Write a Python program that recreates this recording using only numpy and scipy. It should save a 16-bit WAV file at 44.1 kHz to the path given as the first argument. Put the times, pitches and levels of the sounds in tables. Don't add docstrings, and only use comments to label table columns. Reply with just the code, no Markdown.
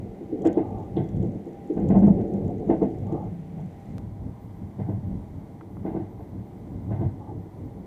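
import sys
import numpy as np
from scipy import signal
from scipy.fft import rfft, irfft, next_fast_len
from scipy.io import wavfile
from scipy.ndimage import uniform_filter1d, map_coordinates

SR = 44100
rng = np.random.default_rng(int(sys.argv[2]) if len(sys.argv) > 2 else 0)


def to_wav(sig):
    pcm = np.clip(np.atleast_2d(sig), -1, 1) * 32767
    pcm = np.round(pcm).astype(np.int16)
    wavfile.write(sys.argv[1], SR, pcm.T)


N = 346626
TIME_S = np.arange(N) / SR

# (centre [Hz], width [Hz], relative level [dB])
FLOOR_MODES = [(56.7, 11, -16.5), (99.7, 18, 0.5), (139.3, 15, 0), (197.8, 22.2, 4.5)]
# (centre [Hz], width [Hz], relative level [dB])
PANEL_MODES = [(253.6, 22, -10), (324.2, 24.6, -0.5), (433.5, 27, -7), (494.7, 27, -12.5)]
# (centre [Hz], width [Hz], relative level [dB])
TRUCK_MODES = [(576, 43, -2), (653, 41, 3.5), (749, 72, -0.5), (884.5, 39.7, -5), (1000, 120, -18)]
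# (centre [Hz], width [Hz], relative level [dB])
FITTING_MODES = [(1230, 140, -10), (1534, 70, 3), (1900, 160, 0), (2104, 83, 2), (2550, 360, -9.5),
                 (3100, 220, -13), (3430, 360, -19)]
# (centre [Hz], width [Hz], relative level [dB])
BODY_MODES = [(178, 48, 0), (336, 51, 2), (446, 34, 1), (567.5, 40, -7), (702, 45, -10.5), (776, 68, -13)]
# (centre [Hz], width [Hz], relative level [dB])
FLANGE_MODES = [(540, 110, -2), (762, 50, 7.5), (864, 25, 7.5), (1060, 50, -10.5), (1192, 45, -11)]
# (centre [Hz], width [Hz], relative level [dB])
DRONE_MODES = [(144, 4.4, 3), (171.4, 21, -0.5)]

# (frequency [Hz], relative density [dB per Hz])
RUMBLE_SPECTRUM = [(12, -20), (25, -22), (55, -2.5), (76, -8), (100, 1), (125, -2.5), (150, -5), (190, 1),
                   (225, -7), (275, -8.5), (400, -21.5), (600, -24.5), (1000, -69), (2000, -120)]
# (frequency [Hz], relative density [dB per Hz])
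AIR_SPECTRUM = [(300, -48.5), (500, -12), (620, 0), (780, -3.5), (880, -6.5), (1100, -16), (1350, -20),
                (1520, -20), (1700, -21.5), (2050, -16), (2600, -26), (3300, -27.5), (5000, -34),
                (9000, -36), (15500, -38.5)]
# (frequency [Hz], relative density [dB per Hz])
PAPER_SPECTRUM = [(1500, -26.5), (3200, -1), (4700, -15.5), (5900, -5), (7100, -1), (8600, -17),
                  (11000, -19.5), (16000, -26)]
# (frequency [Hz], relative level [dB])
CLICK_SPECTRUM = [(500, -43), (1200, 4.5), (2000, -7), (4000, -10), (9000, -15.5), (15000, -23.5)]
# (frequency [Hz], gain [dB])
WINDOW_GAIN = [(55, 0), (95, 3.5), (140, 1), (200, -1.5), (300, 2), (450, -1.5), (720, -1.5), (1000, 4.5),
               (1300, -0.5), (1530, 0), (1750, -2), (2060, -2), (2600, -5), (3300, -1.5), (8000, 0)]

# (time [s], rumble [dB], track roughness [dB])
ROLL = [(0.0, -36, -42.5), (0.22, -48.5, -46), (0.53, -34.5, -31.5), (0.74, -42.5, -42.5),
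        (1.2, -30.5, -42), (1.42, -43, -44.5), (1.73, -47, -44.5), (1.88, -33, -29.5), (1.97, -28.5, -30.5),
        (2.34, -34.5, -33), (2.74, -33, -33.5), (3.48, -39.5, -51), (4.42, -43.5, -54.5), (4.92, -39, -54),
        (5.47, -40, -51), (6.06, -39.5, -45), (6.26, -42, -49), (7.86, -41.5, -47)]
# (time [s], length [s], level [dB])
SCRAPES = [(0.551, 0.34, -41.5), (2.405, 0.11, -49.5), (3.049, 0.24, -39), (7.188, 0.17, -47.5)]
# (time [s], peak [dB], centre [Hz], width before steepening [Hz], noise t60 [s])
TICKS = [(0.529, -63, 3360, 603, 0.35), (0.965, -47.5, 3330, 1200, 0.17), (1.03, -62.5, 3380, 300, 0.99),
         (5.61, -38.5, 1220, 1090, 0.016), (5.768, -41, 990, 900, 0.014)]
# (time [s], peak before trim [dB])
SNAPS = [(0.4194, -50), (0.4508, -45), (0.4617, -42), (0.4712, -37), (0.5282, -46), (1.0889, -50.5),
         (1.8878, -45.5), (2.0697, -51.5), (2.833, -50.5), (3.0684, -53.5), (3.1232, -52)]
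# (time [s], panel knock [dB], floor boom [dB],
# truck clank [dB], fittings ring [dB], second axle relative to first [dB])
POINTS = [(0.447, -5, -34, -25.5, -46, -2), (1.226, -17.5, -31.5, -40.5, -70, -6.5),
          (1.898, -12.5, -17, -27.5, -49.5, -0.5), (1.947, -14.5, -12, -24, -54, -1.5),
          (2.693, -5.5, -23, -23.5, -47.5, -3)]
# (time [s], panel knock [dB], floor boom [dB], boom pitch [Hz],
# truck clank [dB], settling boom [dB])
JOINTS = [(4.786, -25.5, -26, 140.5, -37.5, -25.5), (5.848, -20, -29.5, 189, -34, -38.5),
          (6.907, -24, -27, 127, -34.5, -21)]
# (time [s], panel knock [dB], floor boom [dB], boom pitch [Hz],
# truck clank [dB])
JOLTS = [(0.205, -24.5, -40.5, 196, -60), (0.323, -14, -49, 234, -54.5), (0.966, -12, -20.5, 140, -31),
         (1.464, -25.5, -52.5, 222, -53), (1.698, -12.5, -48, 238, -57), (1.766, -16.5, -20.5, 190, -33.5),
         (1.84, -15, -24.5, 152, -49.5), (2.177, -18.5, -26.5, 231, -38), (2.33, -24, -23.5, 192, -43.5),
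         (3.003, -34, -29, 100, -48), (3.121, -15.5, -36, 229, -41), (3.572, -35, -42, 155, -44),
         (3.932, -35, -32, 100, -54), (4.613, -42, -31, 196, -61), (6.192, -38.5, -37.5, 110, -44)]

TOP_HZ = 15550
WINDOW_S, CROSSFADE_S = 3.9825, 0.011
AIR_DB, AIR_WAVER_DB, AIR_WAVER_PER_S = -56, 0.45, 7
MOTOR_HZ, MOTOR_TABLE_DB, MOTOR_WINDOW_DB = 797, -56.5, -63
WHINE_HZ, WHINE_DB = 6000, -87.5
SWOOPS_PER_S, SWOOP_BASE_S, SWOOP_TOP_HZ, SWOOP_BASE_DEPTH_HZ, SWOOP_WAVER_HZ = 12, 0.07, 16000, 2900, 330
WHISTLE_DB = -78
RUMBLE_TRIM_DB, BODY_TRIM_DB = 1.5, 1
DRONE_S, DRONE_LENGTH_S, DRONE_DB = 2.95, 0.78, -36
SNAP_TRIM_DB = -1
CREASES_PER_S, CREASE_SCATTER_DB, CREASE_T60_S = 93, 5, 0.0072
RUSTLE_DB, RUSTLE_DB_PER_SHAKE_DB, SHAKE_WINDOW_S = -78.5, 0.3, 0.08
LEAD_S = .05
POINTS_AXLE_GAP_S, POINTS_BASE_T60_S, POINTS_BOOM_HZ = 0.122, 0.12, 205
JOINT_AXLE_GAP_S, JOINT_BASE_T60_S = 0.097, 0.2
JOLT_BASE_T60_S = 0.17
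SETTLE_S, SETTLE_HZ, SETTLE_BASE_T60_S = 0.145, 100, 0.12
JOINT_RING_DB, JOLT_RING_DB = -18.5, -22.5
SECOND_BOOM_DB, SECOND_RING_DB, JOINT_SECOND_KNOCK_DB = 2.5, -4, 3.5
REBOUND_S, REBOUND_DB, REBOUND_BOOM_DB, REBOUND_T60_RATIO = 0.02, -8.5, -2, 1.52


def amp(db):
    return 10 ** (np.asarray(db) / 20)


def unit(x):
    return x / np.sqrt(np.mean(x ** 2) + 1e-20)


def curves(rows):
    s, *cols = np.transpose(rows)
    return [np.interp(TIME_S, s, c) for c in cols]


def wobble(knots_per_s):
    knots = rng.standard_normal(int(N * knots_per_s / SR) + 4)
    return map_coordinates(knots, [TIME_S * knots_per_s])


def filtered(x, response):
    size = next_fast_len(len(x) + 8192)
    spectrum = rfft(x, size) * response(np.fft.rfftfreq(size, 1 / SR))
    return irfft(spectrum, size)[:len(x)]


def colour(points):
    hz, db = np.transpose(points)
    return lambda f: amp(np.interp(np.log(f + 1), np.log(hz), db))


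def resonant(modes):
    edge_hz = 1.258 * max(hz for hz, _, _ in modes)

    def response(f):
        total = 0
        for k, (hz, width_hz, db) in enumerate(modes):
            mode = 1j * f * width_hz / (hz * hz - f * f + 1j * f * width_hz)
            total = total + (-1) ** k * amp(db) * mode
        lining = signal.freqs(*signal.butter(N=6, Wn=1, analog=True), f / edge_hz)[1]
        return lining * total

    return response


def fade(t, t60):
    return np.exp(-np.log(1000) * t / t60)


def add(track, s, sound):
    part = track[max(round(s * SR), 0):][:len(sound)]
    part += sound[:len(part)]


def arch(s, length_s):
    return np.abs(np.sin(np.pi * np.clip((TIME_S - s) / length_s, 0, 1))) ** 0.44


def near_window():
    return np.clip((TIME_S - WINDOW_S) / CROSSFADE_S, 0, 1)


def whistle():
    out, waver_hz = np.zeros(N), SWOOP_WAVER_HZ * wobble(90)
    for place, size in rng.random((round(SWOOPS_PER_S * N / SR), 2)):
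        stretch = 2 ** (2 * size - 1)
        dip = np.sin(np.linspace(0, np.pi, round(SWOOP_BASE_S * stretch * SR)))
        hz = SWOOP_TOP_HZ - SWOOP_BASE_DEPTH_HZ * stretch * dip
        hz = hz + np.roll(waver_hz, -int(place * N))[:len(dip)]
        swoop = np.sqrt(np.abs(dip)) * np.sin(2 * np.pi * np.cumsum(hz) / SR)
        add(out, place * N / SR, swoop)
    return amp(WHISTLE_DB + 2.5 * wobble(30)) * out


def air():
    rush = unit(filtered(rng.standard_normal(N), colour(AIR_SPECTRUM)))
    return rush * amp(AIR_DB + AIR_WAVER_DB * wobble(AIR_WAVER_PER_S))


def motor():
    hz = MOTOR_HZ * (1 + .003 * wobble(21))
    level_db = MOTOR_TABLE_DB + (MOTOR_WINDOW_DB - MOTOR_TABLE_DB) * near_window()
    hum = amp(level_db + 4.0 * wobble(11)) * np.sin(2 * np.pi * np.cumsum(hz) / SR)
    whine = amp(WHINE_DB) * np.sin(2 * np.pi * WHINE_HZ * TIME_S)
    return hum + whine


def drone():
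    hum = unit(filtered(rng.standard_normal(N), resonant(DRONE_MODES)))
    return amp(DRONE_DB) * arch(DRONE_S, DRONE_LENGTH_S) * hum


def rolling():
    rumble_db, rough_db = curves(ROLL)
    sway = wobble(11)
    rumble = unit(filtered(rng.standard_normal(N), colour(RUMBLE_SPECTRUM)))
    rumble = rumble * amp(rumble_db + RUMBLE_TRIM_DB + 3.5 * sway)
    body = unit(filtered(rng.standard_normal(N), resonant(BODY_MODES)))
    body = body * amp(rough_db + BODY_TRIM_DB + 0.51 * sway + 1.2 * wobble(22))
    return rumble + body


def flanges():
    swell = sum(amp(db) * arch(s, length_s) for s, length_s, db in SCRAPES)
    scrape = unit(filtered(rng.standard_normal(N), resonant(FLANGE_MODES)))
    return swell * scrape * amp(1.1 * wobble(32))


def ticks():
    out, t = np.zeros(N), np.arange(SR // 3) / SR
    for s, db, hz, width_hz, t60 in TICKS:
        band = lambda f: (1j * f * width_hz / (hz * hz - f * f + 1j * f * width_hz)) ** 4
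        tick = filtered(rng.standard_normal(len(t)) * fade(t, t60), band)
        add(out, s, amp(db) * tick / np.abs(tick).max())
    return out


def click():
    pulse = np.zeros(N)
    add(pulse, WINDOW_S, np.ones(1))
    snap = filtered(pulse, colour(CLICK_SPECTRUM))
    return amp(-30) * snap / np.abs(snap).max()


def wrapper(train):
    snaps, t = np.zeros(N), np.arange(SR // 40) / SR
    crumple = fade(t, .022) * (1 - fade(t, .004))
    for s, db in SNAPS:
        burst = np.pad(rng.standard_normal(len(t)) * crumple, (SR // 1000, 0))
        snap = filtered(burst, colour(PAPER_SPECTRUM))
        add(snaps, s - .001, amp(db + SNAP_TRIM_DB) * snap / np.abs(snap).max())
    power = np.abs(uniform_filter1d(train ** 2, size=round(SHAKE_WINDOW_S * SR)))
    shake = unit(np.sqrt(power))
    scatter = amp(CREASE_SCATTER_DB * rng.standard_normal(N).clip(-2, 2))
    creases = (rng.random(N) < CREASES_PER_S / SR) * scatter
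    grains = signal.fftconvolve(creases, fade(t, CREASE_T60_S))[:N] * rng.standard_normal(N)
    rustle = unit(filtered(grains, colour(PAPER_SPECTRUM)))
    return snaps + amp(RUSTLE_DB) * shake ** RUSTLE_DB_PER_SHAKE_DB * rustle


def shudder(modes, t60, strike, build):
    t = np.arange(SR // 2) / SR - LEAD_S
    after = t - 0.031 * t60
    swell = fade(np.maximum(-after, 0), build * t60) * fade(np.maximum(after, 0), t60)
    force = rng.standard_normal(len(t)) * swell
    force = force / np.linalg.norm(force)
    force[round(LEAD_S * SR)] += strike
    ring = filtered(force, resonant(modes))
    return ring / np.sqrt(uniform_filter1d(ring ** 2, size=1323).max())


def boom(db, boom_hz, t60):
    floor = []
    for hz, width_hz, level_db in FLOOR_MODES:
        floor.append((hz, width_hz, level_db - 16 * abs(np.log2(hz / boom_hz))))
    return amp(db - 4.0) * shudder(floor, 1.34 * t60, strike=0.63, build=0.95)


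def blow(knock_db, boom_db, boom_hz, clank_db, ring_db, t60):
    out = np.zeros(SR)
    landings = [(0, 0, 0, t60), (REBOUND_S, REBOUND_DB, REBOUND_BOOM_DB, REBOUND_T60_RATIO * t60)]
    for s, db, low_db, decay in landings:
        knock = amp(knock_db - 11.5) * shudder(PANEL_MODES, 1.18 * decay, strike=0.61, build=.25)
        clank = amp(clank_db - 5.0) * shudder(TRUCK_MODES, 1.36 * decay, strike=.25, build=0.41)
        ring = amp(ring_db - 4.0) * shudder(FITTING_MODES, 1.98 * decay, strike=0.092, build=0.073)
        low = boom(boom_db + low_db, boom_hz, decay)
        add(out, s, low + amp(db) * (knock + clank + ring))
    return out


def jolts():
    out = np.zeros(N)
    for s, knock_db, boom_db, boom_hz, clank_db in JOLTS:
        ring_db = clank_db + JOLT_RING_DB
        add(out, s - LEAD_S, blow(knock_db, boom_db, boom_hz, clank_db, ring_db, JOLT_BASE_T60_S))
    return out


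def joints():
    out = np.zeros(N)
    for s, knock_db, boom_db, boom_hz, clank_db, settle_db in JOINTS:
        ring_db = clank_db + JOINT_RING_DB
        first = blow(knock_db, boom_db, boom_hz, clank_db, ring_db, JOINT_BASE_T60_S)
        second = blow(knock_db + JOINT_SECOND_KNOCK_DB, boom_db + SECOND_BOOM_DB, boom_hz,
                      clank_db, ring_db + SECOND_RING_DB, JOINT_BASE_T60_S)
        add(out, s - LEAD_S, first)
        add(out, s - LEAD_S + JOINT_AXLE_GAP_S, second)
        add(out, s - LEAD_S + SETTLE_S, boom(settle_db, SETTLE_HZ, SETTLE_BASE_T60_S))
    return out


def points():
    out = np.zeros(N)
    for s, knock_db, boom_db, clank_db, ring_db, second_db in POINTS:
        first = blow(knock_db, boom_db, POINTS_BOOM_HZ, clank_db, ring_db, POINTS_BASE_T60_S)
        second = blow(knock_db, boom_db + SECOND_BOOM_DB, POINTS_BOOM_HZ,
                      clank_db, ring_db + SECOND_RING_DB, POINTS_BASE_T60_S)
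        add(out, s - LEAD_S, first)
        add(out, s - LEAD_S + POINTS_AXLE_GAP_S, amp(second_db) * second)
    return out


def scene():
    running = air() + motor() + drone() + rolling() + flanges()
    train = running + jolts() + joints() + points()
    near = near_window()
    by_table = train + wrapper(train)
    by_window = filtered(train, colour(WINDOW_GAIN)) + whistle()
    mix = (1 - near) * by_table + near * by_window + ticks() + click()
    return mix[None]


def record(dry):
    return filtered(dry[0], lambda f: f < TOP_HZ)[None]


dry = scene()
out = record(dry)
to_wav(out)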